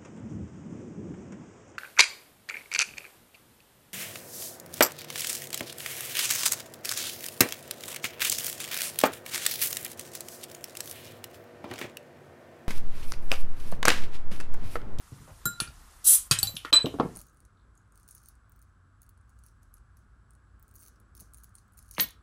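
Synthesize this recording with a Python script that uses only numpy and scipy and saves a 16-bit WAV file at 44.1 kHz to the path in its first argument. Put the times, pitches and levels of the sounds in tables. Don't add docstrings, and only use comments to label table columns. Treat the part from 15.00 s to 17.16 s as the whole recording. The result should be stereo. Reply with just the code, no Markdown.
import sys
import numpy as np
from scipy import signal
from scipy.fft import rfft, irfft, next_fast_len
from scipy.io import wavfile
from scipy.ndimage import uniform_filter1d

SR = 44100
rng = np.random.default_rng(int(sys.argv[2]) if len(sys.argv) > 2 else 0)


def waveform_to_disk(signal):
    frames = np.transpose(np.atleast_2d(signal))
    scaled = np.clip(frames, -1, 1) * 32767
    samples = np.round(scaled).astype(np.int16)
    wavfile.write(sys.argv[1], SR, samples)


def boost(x):
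    u = np.asarray(x, float) / 20
    return 10 ** u


N = 95167
T = np.arange(N) / SR
BAND_EDGES_HZ = 22 * 2 ** np.arange(0, 9.8, .5)

# frequency in Hz, level in dB.
AIR_COLOUR = [(120, -38), (200, -8), (612, -14), (1060, -4), (1500, -9), (2330, -15), (10000, -14.5),
              (13000, -21), (16000, -21)]
# frequency in Hz, level in dB.
RUMBLE_COLOUR = [(15, -31), (25, 0.5), (64, -2), (108, -25.5), (250, -5), (320, -63), (550, -120)]
# frequency in Hz, likeness from 0 to 1.
AIR_LIKENESS = [(100, .99), (200, .7), (380, 0)]
AIR_DB, RUMBLE_DB = -56, -56

# frequency in Hz, t60 in seconds.
ROOM_T60 = [(100, 0.62), (500, 0.24), (2000, 0.27), (6000, .22), (14000, 0.12)]
# frequency in Hz, likeness from 0 to 1.
ROOM_LIKENESS = [(150, .99), (400, .85), (1000, .3), (4000, 0)]
# frequency in Hz, difference in dB.
PORT_LEAN = [(200, 0), (350, 0), (690, 5), (2100, 2.5), (4000, 1.5), (8000, -1), (13000, 4.5)]
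# frequency in Hz, lag in radians.
PORT_LAG = [(150, 0), (340, -.7), (690, -2.4), (1300, -.8), (2100, -3.2), (4000, 0), (9000, -2.5)]
TICK_ROOM_DB, KNOCK_ROOM_DB, RING_ROOM_DB, GAS_ROOM_DB, CAP_ROOM_DB = -5, -11, -13, 1.5, -29

# start in seconds, peak in dB, colour in Hz, length in seconds.
KNOCKS = [(0.12, -34, 100, 0.025), (0.159, -45.5, 126, 0.088), (0.203, -43, 123, 0.14),
          (0.277, -43, 620, 0.06), (0.306, -41.5, 68.5, 0.027), (0.454, -29, 136, 0.036),
          (0.612, -29.5, 146, 0.016), (0.681, -42, 75.6, 0.022), (1.312, -20, 110, 0.02),
          (1.427, -31, 70, 0.047), (1.537, -37, 120, 0.028), (1.649, -34.5, 260, 0.012),
          (1.724, -14, 302, 0.011), (1.844, -15.5, 200, 0.0084), (1.862, -18.5, 300, 0.018),
          (1.941, -25.5, 200, 0.026), (1.987, -25, 484, 0.012), (1.998, -8, 400, 0.006),
          (2.031, -22, 250, .006), (2.049, -23.5, 185, 0.012), (2.075, -39, 88.5, 0.018),
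          (2.0065, -11, 380, .007), (2.059, -24, 200, .008), (1.852, -22, 220, .006), (.7, -48, 550, .03),
          (1.49, -38, 550, .04)]
# frequency in Hz, width in Hz, level in dB.
DESK_MODES = [(125, 40, -5), (276.7, 27, -7), (472, 40, -14), (647, 127, -0.5), (1000, 270, -29)]

# start in seconds, peak in dB, colour in Hz, width in Hz, length in seconds.
TICKS = [(0.455, -8.5, 13300, 4030, 0.0035), (.602, -16.5, 2470, 2440, 0.0073),
         (.6025, -9.5, 9200, 2500, 0.0012), (.677, -41, 4500, 600, 0.0045), (1.3115, -4, 5000, 9700, 0.003),
         (1.318, -10.5, 2090, 2870, 0.024), (1.3882, -13, 8000, 6000, 0.0038),
         (1.43, -13, 11000, 3500, 0.005), (1.435, -29, 2460, 5040, 0.055),
         (1.456, -40, 13500, 3000, 0.0037), (1.471, -24, 8000, 9000, 0.0021),
         (1.5545, -28, 11000, 9120, .002), (1.568, -17.5, 3300, 1200, 0.0019),
         (1.567, -21.5, 10500, 3000, 0.0043), (1.649, -20, 1560, 710, 0.0043),
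         (1.655, -26.5, 1550, 1510, .002), (1.7278, -4, 3200, 1800, 0.0035),
         (1.7285, -12.5, 890, 1840, 0.03), (1.8585, -18, 3300, 1500, 0.003),
         (1.868, -35, 3200, 1000, 0.0018), (2.001, -29.5, 1500, 2040, 0.012),
         (2.153, -36, 9000, 8040, 0.008), (.46, -20, 7500, 3000, .003), (1.3155, -6, 8000, 9000, .003),
         (1.325, -12, 8800, 4000, .003), (1.398, -20, 8000, 4000, .003), (1.4265, -25, 11000, 5000, .003),
         (1.5652, -28, 3000, 2500, .002), (1.736, -18, 3200, 900, .003), (.61, -24, 1500, 2500, .006)]

# frequency in Hz, level in dB, t60 in seconds.
BOTTLE = [(1408, 4, .33), (1402, 1.5, .55), (1739, -1, .1), (1960, -8, .08), (3967, -8, .45),
          (3978, -10, .3), (7181, 5, .13), (7531, 9, .15), (11820, -5, .07), (13650, -8, .07)]
HOOKED = [(1384, 6, .11), (2234, 2, .06), (3187, -4, .05), (4430, 17, .015), (4199, -4, .08),
          (6589, -8, .05), (9180, 14, .02)]
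TOUCHED = [(1400, 6, .07), (4650, 2, .03)]
PRIED = [(1373, 0, .06), (1949, 0, .08), (2541, 6, .05), (4124, -2, .08), (4630, 8, .04), (6670, 6, .04),
         (8812, 14, .045), (9878, 0, .06), (12000, 8, .02)]
RATTLE_ONE = [(4037, -3, .03), (7203, -14, .04), (8032, 9, .035), (12850, -14, .12), (14000, -8, .04)]
RATTLE_TWO = [(797, -20, .12), (2907, -20, .06), (4511, 0, .055), (7989, 1, .04), (9442, 3, .03),
              (12820, 6, .035), (13930, -10, .04), (14800, -20, .15)]
RATTLE_THREE = [(3994, -6, .13), (4554, -18, .1), (7332, -10, .15), (10490, -14, .07), (12780, -17, .35),
                (14290, -16, .1), (14750, -20, .1)]
SHAKEN = [(2740, -5, .03), (3340, 0, .04)]
LANDED = [(3300, 0, .02), (12800, -10, .1)]
RINGING_PARTS = [BOTTLE, HOOKED, TOUCHED, PRIED, RATTLE_ONE, RATTLE_TWO, RATTLE_THREE, SHAKEN, LANDED]
# start in seconds, level in dB, time of the damping grip in seconds,
# unevenness in dB.
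RINGS = [
    (0.4564, -33, .6, 5),
    (.602, -34, .675, 5),
    (.675, -46, .8, 3),
    (1.312, -22.5, 1.43, 5),
    (1.388, -21, 1.43, 4),
    (1.43, -15, 1.555, 3),
    (1.4714, -22, 1.555, 3),
    (1.567, -30, 1.7, 3),
    (1.859, -32, 1.95, 3),
]
GRIP_DB_PER_S, WOBBLE_STEP_S = 3000, 0.00466

# time in seconds, level in dB.
GAS_LEVEL = [(1.038, -64), (1.044, -26.5), (1.058, -18), (1.108, -17.5), (1.153, -17.5), (1.178, -55),
             (1.2, -44)]
# frequency in Hz, level in dB per Hz.
GAS_COLOUR = [(410, -63), (700, -73), (898, -32), (2530, -25.5), (4610, -16.5), (6070, -19), (9230, 1),
              (13700, -6), (16000, -19)]
GAS_FLUTTER_DB, GAS_DB = 3, -1.5

# frequency in Hz, level in dB, t60 in seconds,
# facing in turns, steady share, side-lobe share, null-fill share, lag in turns.
CAP_AT_PORTS = [
    [(3995, 14, .154, .035, .076, .11, .13, 0), (7975, -5.6, .13, .338, -.75, .67, .75, 0),
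     (11980, -19, .06, 0, 1.5, 0, 0, 0)],
    [(3995, 7, .14, -.155, -.35, -.05, .05, -.04), (7975, -4.8, .18, .214, -.48, -.51, .1, .25),
     (11980, -21, .09, 0, 1.5, 0, 0, .25)],
]
DROP_S, CAP_RISE_S, SPIN_PER_S, LAND_S, LAND_LOSS_DB = 1.729, .04, 11, 1.86, -2

# end in seconds, length in seconds, depth in dB.
DIPS = [
    (0.448, 0.0087, 0),
    (1.3, 0.02, -4.5),
    (1.727, 0.017, -20),
]
TOP_CUT_HZ = 15800
HEADROOM = 1.8


def rms_one(x):
    return x / np.sqrt(np.mean(x ** 2) + 1e-20)


def at_hz(points, hz):
    table = np.array(points)
    return np.interp(np.log(hz), np.log(table[:, 0]), table[:, 1])


def drift(rate_hz):
    r = np.exp(-2 * np.pi * rate_hz / SR)
    settle = 9000
    wander = signal.lfilter([1], [1, -2 * r, r * r], rng.standard_normal(N + settle))
    return rms_one(wander[settle:])


def resonance(x, hz, width_hz):
    r = np.exp(-np.pi * width_hz / SR)
    poles = [1, -2 * r * np.cos(2 * np.pi * hz / SR), r * r]
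    return signal.lfilter([(1 - r * r) / 2, 0, (r * r - 1) / 2], poles, x)


def noise_bands(likeness, size):
    white = rng.standard_normal((2, 2, size))
    for k, (low, high) in enumerate(zip(BAND_EDGES_HZ, BAND_EDGES_HZ[1:])):
        band = signal.butter(2, [low, high], "band", fs=SR, output="sos")
        mid, side = signal.sosfilt(band, white[k % 2])
        hz = np.sqrt(low * high)
        alike = np.clip(at_hz(likeness, hz), 0, 1)
        yield hz, np.sqrt(1 + alike) * mid + np.sqrt(1 - alike) * side * [[1], [-1]]


def burst(length_s, size):
    t = np.arange(size) / SR
    decay = np.exp(-2 * t / max(length_s, 1e-4))
    return rng.standard_normal(size) * decay * np.clip(t / 0.00018, 0, 1)


def add(out, start_s, db, piece):
    i = int(start_s * SR)
    scaled = boost(db) * piece / np.abs(piece).max()
    out[..., i:i + piece.shape[-1]] += scaled[..., :N - i]


def air():
    parts = [(hz, v * boost(1.5 * drift(18))) for hz, v in noise_bands(AIR_LIKENESS, N)]
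    hiss = sum(v * boost(at_hz(AIR_COLOUR, hz)) for hz, v in parts if hz > 200)
    rumble = sum(v * boost(at_hz(RUMBLE_COLOUR, hz)) for hz, v in parts if hz < 200)
    return boost(AIR_DB) * rms_one(hiss) + boost(RUMBLE_DB) * rms_one(rumble)


def room_tail():
    t = np.arange(SR // 2) / SR
    tail = np.zeros((2, len(t)))
    for hz, v in noise_bands(ROOM_LIKENESS, len(t)):
        t60 = at_hz(ROOM_T60, hz)
        tail += v * boost(-60 * t / t60) / np.sqrt(t60)
    onset = np.clip(t / 0.0017 - .3, 0, 1)
    return rms_one(tail * onset) / np.sqrt(len(t))


def through_ports(direct, sent):
    size = next_fast_len(N + SR)
    hz = np.maximum(np.arange(size // 2 + 1) * SR / size, 1)
    half = boost(at_hz(PORT_LEAN, hz) / 2) * np.exp(-.5j * at_hz(PORT_LAG, hz))
    spectrum = rfft(direct, size) + rfft(sent, size) * rfft(room_tail(), size)
    return irfft(spectrum * [half, 1 / half], size)[:, :N]


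def desk_knocks():
    out = np.zeros(N)
    for start_s, db, colour_hz, length_s in KNOCKS:
        soften = signal.butter(2, 3.5 * colour_hz, fs=SR, output="sos")
        push = resonance(burst(length_s, 8192), colour_hz, 0.7 * colour_hz)
        push = signal.sosfilt(soften, push)
        desk = sum(boost(d) * resonance(push, hz, width_hz) for hz, width_hz, d in DESK_MODES)
        add(out, start_s, db, push + desk)
    return out


def metal_ticks():
    out = np.zeros(N)
    for start_s, db, hz, width_hz, length_s in TICKS:
        crack = resonance(burst(length_s, 2048), hz, width_hz)
        add(out, start_s, db, 0.6 * crack + resonance(crack, hz, width_hz))
    return out


def struck_parts():
    out = np.zeros(N + SR)
    t = np.arange(SR // 2) / SR
    for (start_s, db, until_s, uneven_db), part in zip(RINGS, RINGING_PARTS):
        i = int(start_s * SR)
        grip = GRIP_DB_PER_S * np.maximum(t + start_s - until_s, 0)
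        for hz, mode_db, t60 in part:
            chance = np.interp(t / WOBBLE_STEP_S, np.arange(200), rng.standard_normal(200))
            wobble = uneven_db * min(hz / 6000, 1) * chance
            level = db + mode_db + wobble - grip - 60 * t / t60
            out[i:i + len(t)] += boost(level) * np.sin(2 * np.pi * hz * t)
    return out[:N]


def gas_jet():
    jet = np.zeros(N)
    for hz, v in noise_bands(ROOM_LIKENESS, N):
        low_cut = 40 * (hz < 600)
        jet += v[0] * boost(at_hz(GAS_COLOUR, hz) - low_cut + drift(39))
    s, db = np.transpose(GAS_LEVEL)
    level = np.interp(T, s, db, -120) - 200 * np.maximum(T - s[-1], 0)
    return rms_one(jet) * boost(level + GAS_DB + GAS_FLUTTER_DB * drift(90))


def spinning_cap():
    t = np.maximum(T - DROP_S, 0)
    out = np.zeros((2, N))
    for port, modes in enumerate(CAP_AT_PORTS):
        for hz, db, t60, facing, steady, side, fill, lag in modes:
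            turn = 2 * np.pi * (SPIN_PER_S * t + facing)
            lobes = np.cos(turn) + side * np.cos(3 * turn) + steady + 1j * fill
            tone = np.exp(2j * np.pi * (hz * t - lag))
            out[port] += boost(db - 60 * t / t60) * np.imag(lobes * tone)
    rise = 1 - np.exp(-t / CAP_RISE_S)
    return out * rise * boost(LAND_LOSS_DB * (T > LAND_S))


def scene():
    knock, tick, ring = desk_knocks(), metal_ticks(), struck_parts()
    jet, spin = gas_jet(), spinning_cap()
    sent = boost(TICK_ROOM_DB) * tick + boost(KNOCK_ROOM_DB) * knock + boost(RING_ROOM_DB) * ring
    sent += boost(GAS_ROOM_DB) * jet + boost(CAP_ROOM_DB) * spin[0]
    return through_ports(tick + knock + ring + jet, sent) + spin + air()


def band_limit(x):
    return signal.sosfilt(signal.butter(12, 16990, fs=SR, output="sos"), x)


def record(dry):
    dip_db = sum(db * (T > end_s - length_s) * (T < end_s) for end_s, length_s, db in DIPS)
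    dipped = dry * boost(uniform_filter1d(dip_db, size=90))
    soft = HEADROOM * np.tanh(dipped / HEADROOM)
    top_cut = signal.cheby2(12, 50, TOP_CUT_HZ, fs=SR, output="sos")
    return band_limit(signal.sosfilt(top_cut, soft))


dry = scene()
out = record(dry)
waveform_to_disk(out)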